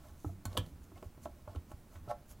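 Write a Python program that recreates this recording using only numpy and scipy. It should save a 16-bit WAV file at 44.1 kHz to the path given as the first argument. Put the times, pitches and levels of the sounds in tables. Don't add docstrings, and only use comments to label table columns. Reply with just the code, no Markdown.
import sys
import numpy as np
from scipy import signal
from scipy.fft import rfft, irfft
from scipy.io import wavfile
from scipy.ndimage import uniform_filter1d

SR = 44100
rng = np.random.default_rng(int(sys.argv[2]) if len(sys.argv) > 2 else 0)


def to_linear_factor(level_db):
    exponent = np.asarray(level_db, float) / 20
    return 10 ** exponent


def log_audio(samples):
    frames = np.atleast_2d(samples).T
    limited = np.clip(frames, -1, 1)
    pcm = np.round(limited * 32767).astype(np.int16)
    wavfile.write(sys.argv[1], SR, pcm)


N = 105840


def evened(x):
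    return x / np.sqrt(np.mean(x ** 2) + 1e-20)


def read(points, hz):
    f, value = np.transpose(points)
    return np.interp(np.log(hz + 1), np.log(f + 1), value)


def add(mix, s, sound):
    part = mix[round(s * SR):][:len(sound)]
    part += sound[:len(part)]


def coloured(x, db_at):
    hz = np.fft.rfftfreq(len(x), 1 / SR)
    return irfft(rfft(x) * to_linear_factor(db_at(hz)), len(x))


# frequency in Hz, density in dB per Hz.
AIR_SPECTRUM = [(12, -108), (20, 5), (83, -1.5), (285, -12.5), (459, -21), (718, -22.5), (3160, -36),
                (13200, -39.5), (16000, -37.5)]


def air():
    frames, hz = N // 256 + 5, np.fft.rfftfreq(1024, 1 / SR)
    real, imag, patches = rng.standard_normal((frames, 513, 3)).T
    patches = uniform_filter1d(patches, size=12, axis=0)
    patches = evened(uniform_filter1d(patches, size=14, axis=1))
    swell = evened(uniform_filter1d(rng.standard_normal(frames), size=8))
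    rumble_db = -1 * swell / (1 + (hz[:, None] / 400) ** 2)
    level_db = read(AIR_SPECTRUM, hz)[:, None] + 0.5 * patches + rumble_db
    noise = signal.istft((real + 1j * imag) * to_linear_factor(level_db), nperseg=1024, noverlap=768)[1][:N]
    return to_linear_factor(-56) * evened(noise)


# frequency in Hz, decay time T60 in seconds.
ROOM_DECAY = [(100, 0.87), (500, 0.15), (2000, 0.21), (6000, 0.12), (14000, 0.063)]


def room(x):
    echoes = np.zeros(SR // 2)
    at = np.arange(200, SR // 2 - 20, 20)
    echoes[at + rng.integers(0, 20, len(at))] = rng.choice([-1., 1.], len(at))
    hz, t, z = signal.stft(echoes, SR, nperseg=256)
    fade = to_linear_factor(-60 * t / read(ROOM_DECAY, hz)[:, None])
    tail = signal.istft(z * fade, SR, nperseg=256)[1]
    return signal.fftconvolve(x, tail / np.linalg.norm(tail))[:N]


def swings(table):
    out, t = np.zeros(N), np.arange(SR // 2) / SR
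    for s, db, hz, t60, rise in table:
        envelope = to_linear_factor(db + 6.5 - 60 * t / t60) * (1 - np.exp(-(t / rise) ** 2))
        add(out, s, -envelope * np.sin(2 * np.pi * hz * t))
    return out


# start in seconds, peak level in dB, frequency in Hz,
# decay time T60 in seconds, rise time in seconds.
CABINET_BOOMS = [(0.113, -59, 78, 0.69, 0.0036), (0.2605, -32.5, 93.4, 0.11, 0.0048),
                 (0.2945, -43.5, 94.7, 0.24, .005), (.454, -50, 58, .3, 0.0091),
                 (0.457, -40, 94.6, 0.37, 0.0062), (.578, -32, 96.6, 0.19, 0.0068),
                 (.597, -51, 89.4, 0.076, 0.0064), (.58, -43, 52, 0.3, 0.012),
                 (.72, -53.5, 72.6, 0.58, 0.01), (0.802, -56, 64.4, 0.26, 0.0039),
                 (0.936, -49.5, 84, 0.22, 0.0059), (1.056, -39, 79, 0.12, 0.0075),
                 (1.231, -54, 72, 0.8, .008), (1.329, -63, 62, 0.19, 0.0091),
                 (1.476, -49, 92.7, 0.24, 0.005), (1.559, -23, 79.3, 0.087, 0.017),
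                 (1.737, -41.5, 77.6, 0.075, 0.0044), (1.957, -48, 87.3, 0.35, 0.0029),
                 (2.0785, -46.5, 115, 0.14, 0.0021), (2.245, -73, 70.6, 0.1, 0.0057)]


def booms():
    return swings(CABINET_BOOMS)


def ring(modes, extra_db=0, tune=1, signs=None, length=1):
    t = np.arange(SR // 4)[:, None] / SR
    hz, db, t60 = np.transpose(modes)
    if signs is None:
        signs = (-1.) ** np.arange(len(hz))
    fade = to_linear_factor(db + extra_db - 60 * t / t60 / length)
    out = (fade * np.sin(2 * np.pi * hz * tune * t) * signs).sum(1)
    out *= 1 - np.exp(-t[:, 0] / 0.0005)
    return out / abs(out).max()


# frequency in Hz, level in dB, decay time T60 in seconds.
PANEL_MODES = [(596, 0, .065), (678, -1, .08), (835, -5, .06), (985, -5, .05), (1100, -3, .06),
               (1330, -5, .055), (1500, -9, .04), (1750, -11, .04), (2290, -16, .03), (2800, -18, .03)]
# frequency in Hz, level in dB, decay time T60 in seconds.
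DRUM_MODES = [(170.3, -9, 0.091), (214, -9.5, 0.074), (252, -7.5, 0.085), (281.8, -3, 0.067),
              (332, 1, 0.049), (381.6, -4.5, 0.074), (426, 0.5, 0.015), (503, 2, 0.064)]
# middle in seconds, spread in seconds, glove hiss in dB,
# scrape on the panel in dB, upper hiss hump over the lower in dB.
STROKES = [(0.066, 0.045, -70.5, -63.5, -2), (0.252, 0.052, -67, -96, -5), (0.544, 0.064, -69.5, -59, 1),
           (0.678, 0.025, -71.5, -71.5, 4), (.84, 0.015, -70.5, -99, -6), (0.969, 0.013, -77, -60, -8),
           (1.039, 0.031, -71, -71, -7), (1.242, 0.017, -62.5, -66.5, -7), (1.37, 0.034, -80, -71, -9),
           (1.51, 0.03, -78, -64.5, 2), (1.558, 0.0034, -80, -57, -8), (1.708, 0.013, -69, -63.5, -6),
           (1.8, 0.039, -77.5, -81, 14), (1.949, 0.026, -68, -65.5, -6), (2.106, 0.013, -64.5, -49, 18),
           (2.06, 0.012, -79, -64.5, 17), (2.15, 0.0086, -93, -91, 15), (2.311, 0.016, -58.5, -70, 2)]


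def rubs():
    t, hiss, press = np.arange(N) / SR, np.zeros(N), np.zeros(N)
    flutter = evened(uniform_filter1d(rng.standard_normal(N), size=60))
    white = rng.standard_normal(N) * to_linear_factor(3.3 * flutter)

    def hump(centre_hz):
        return coloured(white, lambda f: np.maximum(-6 * (np.log(f / centre_hz + 1e-9) / .14) ** 2, -60))

    low, high = hump(6600), hump(11300)
    wide = to_linear_factor(-2) * coloured(white, lambda f: -40. * (f < 700))
    for s, spread, hiss_db, scrape_db, upper_db in STROKES:
        stroke = np.exp(-.5 * ((t - s) / spread) ** 2)
        blend = wide + low * to_linear_factor(-upper_db / 2) + high * to_linear_factor(upper_db / 2)
        hiss += to_linear_factor(hiss_db) * stroke * evened(blend)
        press += to_linear_factor(scrape_db) * stroke
    slips_per_s, slip_db, rasp_hz = 2500, 2.5, 3500
    slips = (rng.random(N) < slips_per_s / SR) * to_linear_factor(slip_db * rng.exponential(1, N))
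    slips = slips * rng.choice([-1., 1.], N)
    rasp = coloured(slips, lambda f: np.maximum(-9 * np.log(f / rasp_hz + 1e-9) ** 2, -60))
    rasp = to_linear_factor(-11.5) * press * evened(rasp)
    body = ring(PANEL_MODES) + to_linear_factor(-14) * ring(DRUM_MODES)
    scrape = signal.oaconvolve(evened(slips) * press, body / np.linalg.norm(body))[:N]
    return hiss + rasp + scrape


# frequency in Hz, level in dB.
BOWED_TONES = [(521, -13), (592, -1), (702, 1), (760, -9), (835, -3), (1101, -8), (1338, -8), (1600, -20),
               (1790, -19), (2060, -24), (2280, -22), (2790, -28)]


def squeak():
    top_s, swell_s, t60_s, squeak_db = 2.115, 0.016, 0.073, -37.5
    hz, db = np.transpose(BOWED_TONES)
    t = np.arange(N)[:, None] / SR - top_s
    age = t * np.maximum(hz / hz[2], 1) ** .8
    level_db = np.where(t < 0, -6 * (age / swell_s) ** 2, -60 * age / t60_s)
    tones = to_linear_factor(squeak_db + db + level_db) * np.cos(2 * np.pi * hz * t)
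    return -tones.sum(1)


# start in seconds, peak level in dB,
# frequency in Hz, decay time T60 in seconds, rise time in seconds.
SINGING_PATCHES = [(.2455, -50, 1280, 0.041, 0.00091), (.2455, -43, 787, 0.028, 0.00092),
                   (.252, -53, 443, .06, .003), (.288, -49.5, 680, 0.077, 0.0058),
                   (.291, -61.5, 1310, 0.038, .004), (.4535, -48.5, 1078, 0.043, 0.00053),
                   (.4535, -49, 1498, 0.047, 0.0013), (.574, -40, 542, .03, 0.00057),
                   (.574, -43, 966, 0.057, 0.0015), (.5745, -55, 2413, 0.089, .001),
                   (.5745, -49, 1697, 0.06, 0.0005), (1.476, -46, 581, 0.03, 0.00062),
                   (1.477, -56, 1390, 0.032, 0.0022), (1.492, -53.5, 710, .04, .003),
                   (1.499, -56, 860, 0.056, 0.0026), (1.553, -47, 281, 0.067, 0.0044),
                   (.247, -38.5, 287, 0.072, 0.0032), (.4533, -41.5, 230, 0.045, 0.0012),
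                   (.5738, -34, 285.6, 0.058, .0015), (.585, -46, 167.7, .15, .005),
                   (.5744, -41.5, 3070, 0.028, 0.00046), (.454, -51, 4284, .04, 0.0013),
                   (1.2556, -56.5, 1607, 0.024, 0.00051), (1.4762, -61, 1160, 0.024, .001),
                   (.957, -63, 2140, .04, .003), (.968, -57.5, 780, .06, 0.0033),
                   (.31, -52, 189.5, 0.24, 0.0093), (1.957, -60, 1910, 0.029, 0.0017),
                   (2.079, -52.5, 1310, .06, 0.0037)]


def patches():
    return swings(SINGING_PATCHES)


def favour(modes, hz, octaves):
    distance = np.log2(np.transpose(modes)[0] / hz) / octaves
    return np.maximum(-6 * distance ** 2, -24)


# start in seconds, panel ring in dB, hollow drum in dB,
# favoured panel frequency in Hz, spread in octaves.
FINGER_TAPS = [(0.2458, -53, -39, 1210, 1.2), (0.294, -77, -67, 675, 0.13), (0.4535, -53, -53.5, 1230, 1.2),
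               (0.5287, -56, -57, 886, 0.65), (.552, -45.5, -50.5, 690, 0.45),
               (0.5702, -33.5, -43, 1200, 0.72), (0.574, -58, -33.5, 1210, 0.44),
               (0.665, -65, -82, 1120, 0.35), (0.9166, -57.5, -56.5, 1020, 0.71),
               (0.966, -71, -61, 810, 0.47), (.978, -88, -60, 900, 0.66), (1.026, -46.5, -47, 775, 1.3),
               (1.1758, -58.5, -53.5, 750, 1.6), (1.2555, -36, -47, 570, 1.05),
               (1.4756, -45, -62, 606, 0.99), (1.495, -67, -67, 810, 0.14), (1.549, -56, -50, 1310, 0.19),
               (1.561, -52, -48.5, 870, 0.35), (1.715, -47, -52, 626, 1.34), (1.882, -77, -96, 690, 1.2),
               (1.955, -59.5, -84, 1360, 0.51), (2.075, -51, -54.5, 590, 0.82)]
# favoured drum frequency in Hz, spread in octaves,
# panel ring length as a share of the undamped one.
TAP_GRIPS = [(272, 0.7, 1), (300, 0.72, 0.5), (248, 0.42, 0.87), (298, 1, 1), (300, 1.2, 1),
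             (400, 0.7, 0.63), (332, 2.2, 1), (300, 1, 0.91), (297, 0.4, 0.73), (300, 0.87, 0.9),
             (297, 0.58, 1), (312, 1.04, 0.8), (250, .8, 0.59), (264, 0.65, 0.92), (278, 1, 0.7),
             (300, 1.1, 0.39), (278, 1.6, 0.46), (260, 0.31, 0.71), (270, 0.4, 0.93), (300, 1.7, 1),
             (300, 1, 0.89), (395, 0.72, 0.45)]


def taps():
    scatter_db, detune = 1.5, .025
    out = np.zeros(N)
    n_panel, n_drum = len(PANEL_MODES), len(DRUM_MODES)
    luck = rng.standard_normal((len(FINGER_TAPS), n_panel + 2 * n_drum))
    for tap, grip, odd in zip(FINGER_TAPS, TAP_GRIPS, luck):
        s, ring_db, drum_db, panel_hz, octaves = tap
        drum_hz, spread, length = grip
        panel_luck, drum_luck, tune_luck = np.split(odd, [n_panel, n_panel + n_drum])
        panel_db = favour(PANEL_MODES, panel_hz, octaves) + scatter_db * panel_luck
        add(out, s, to_linear_factor(ring_db + 4.5) * ring(PANEL_MODES, panel_db, length=length))
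        weight_db = favour(DRUM_MODES, drum_hz, spread) + scatter_db * drum_luck
        drum = ring(DRUM_MODES, weight_db, 1 + detune * tune_luck, np.sign(drum_luck))
        add(out, s, to_linear_factor(drum_db + 5.5) * drum)
    return out


# frequency in Hz, level in dB.
SNAP_COLOUR = [(200, -10), (800, 8), (2000, -4), (3300, 0), (5200, -9), (7500, -2), (12000, -3),
               (16000, -7)]
# start in seconds, level in dB, brightest frequency in Hz,
# how far it stands out in dB, rise time in seconds.
SEAL_SNAPS = [(0.4537, -38, 7130, 2.5, 0.001), (0.529, -54.5, 4000, 14, 0.0012),
              (0.5702, -38, 3360, 21, 0.00034), (0.5744, -29.5, 3275, 7.5, 0.000019),
              (0.663, -59, 4330, 8, 0.00034), (.978, -60, 2840, 14, 0.0011),
              (1.027, -58.5, 2370, 9, 0.00041), (1.2553, -56.5, 3500, 18, 0.00015),
              (1.477, -59.5, 1610, 20, 0.00036), (1.549, -62.5, 8650, 0, 0.00059),
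              (1.56, -58, 2920, 14, 0.00067), (1.715, -55.5, 2830, 2, 0.0018),
              (1.955, -58, 2250, 19, 0.003)]


def snaps():
    crack_t60_s, tail_db, tail_t60_s = 0.0091, -9, 0.076
    click_db, click_t60_s, peak_width = 9, .0055, 0.9
    out, t = np.zeros(N), np.arange(SR // 4) / SR
    noises = rng.standard_normal((len(SEAL_SNAPS), len(t)))
    for (s, db, hz, peak_db, rise), noise in zip(SEAL_SNAPS, noises):
        fade = to_linear_factor(-60 * t / (crack_t60_s + 8 * rise)) + to_linear_factor(tail_db - 60 * t / tail_t60_s)

        def colour_db(f):
            return read(SNAP_COLOUR, f) + peak_db * np.exp(-(np.log(f / hz + 1e-9) / peak_width) ** 2)

        crack = evened(coloured(noise, colour_db))
        add(out, s, to_linear_factor(db) * (1 - np.exp(-t / rise)) * fade * crack)
        click = -np.sin(2 * np.pi * hz * t) * to_linear_factor(click_db - 60 * t / click_t60_s)
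        add(out, s, to_linear_factor(db) * np.exp(-rise / 0.0025) * click)
    return out


def scene():
    hands = rubs() + squeak() + patches() + taps() + snaps()
    mono = hands + to_linear_factor(-13) * room(hands) + booms() + air()
    left_db, right_db = -.85, .85
    return mono * to_linear_factor(np.array([[left_db], [right_db]]))


def low_pass(x):
    return signal.sosfilt(signal.butter(12, 16470, fs=SR, output="sos"), x)


def record(dry):
    hiss = signal.lfilter([1, -0.55], 1, rng.standard_normal((2, N + 1)))[:, 1:]
    noisy = dry + to_linear_factor(-76.5) * hiss
    edge = signal.firwin(511, 15950, window=("kaiser", 9), fs=SR)
    mix = signal.oaconvolve(noisy, edge[None], "same")
    return low_pass(mix)


dry = scene()
out = record(dry)
log_audio(out)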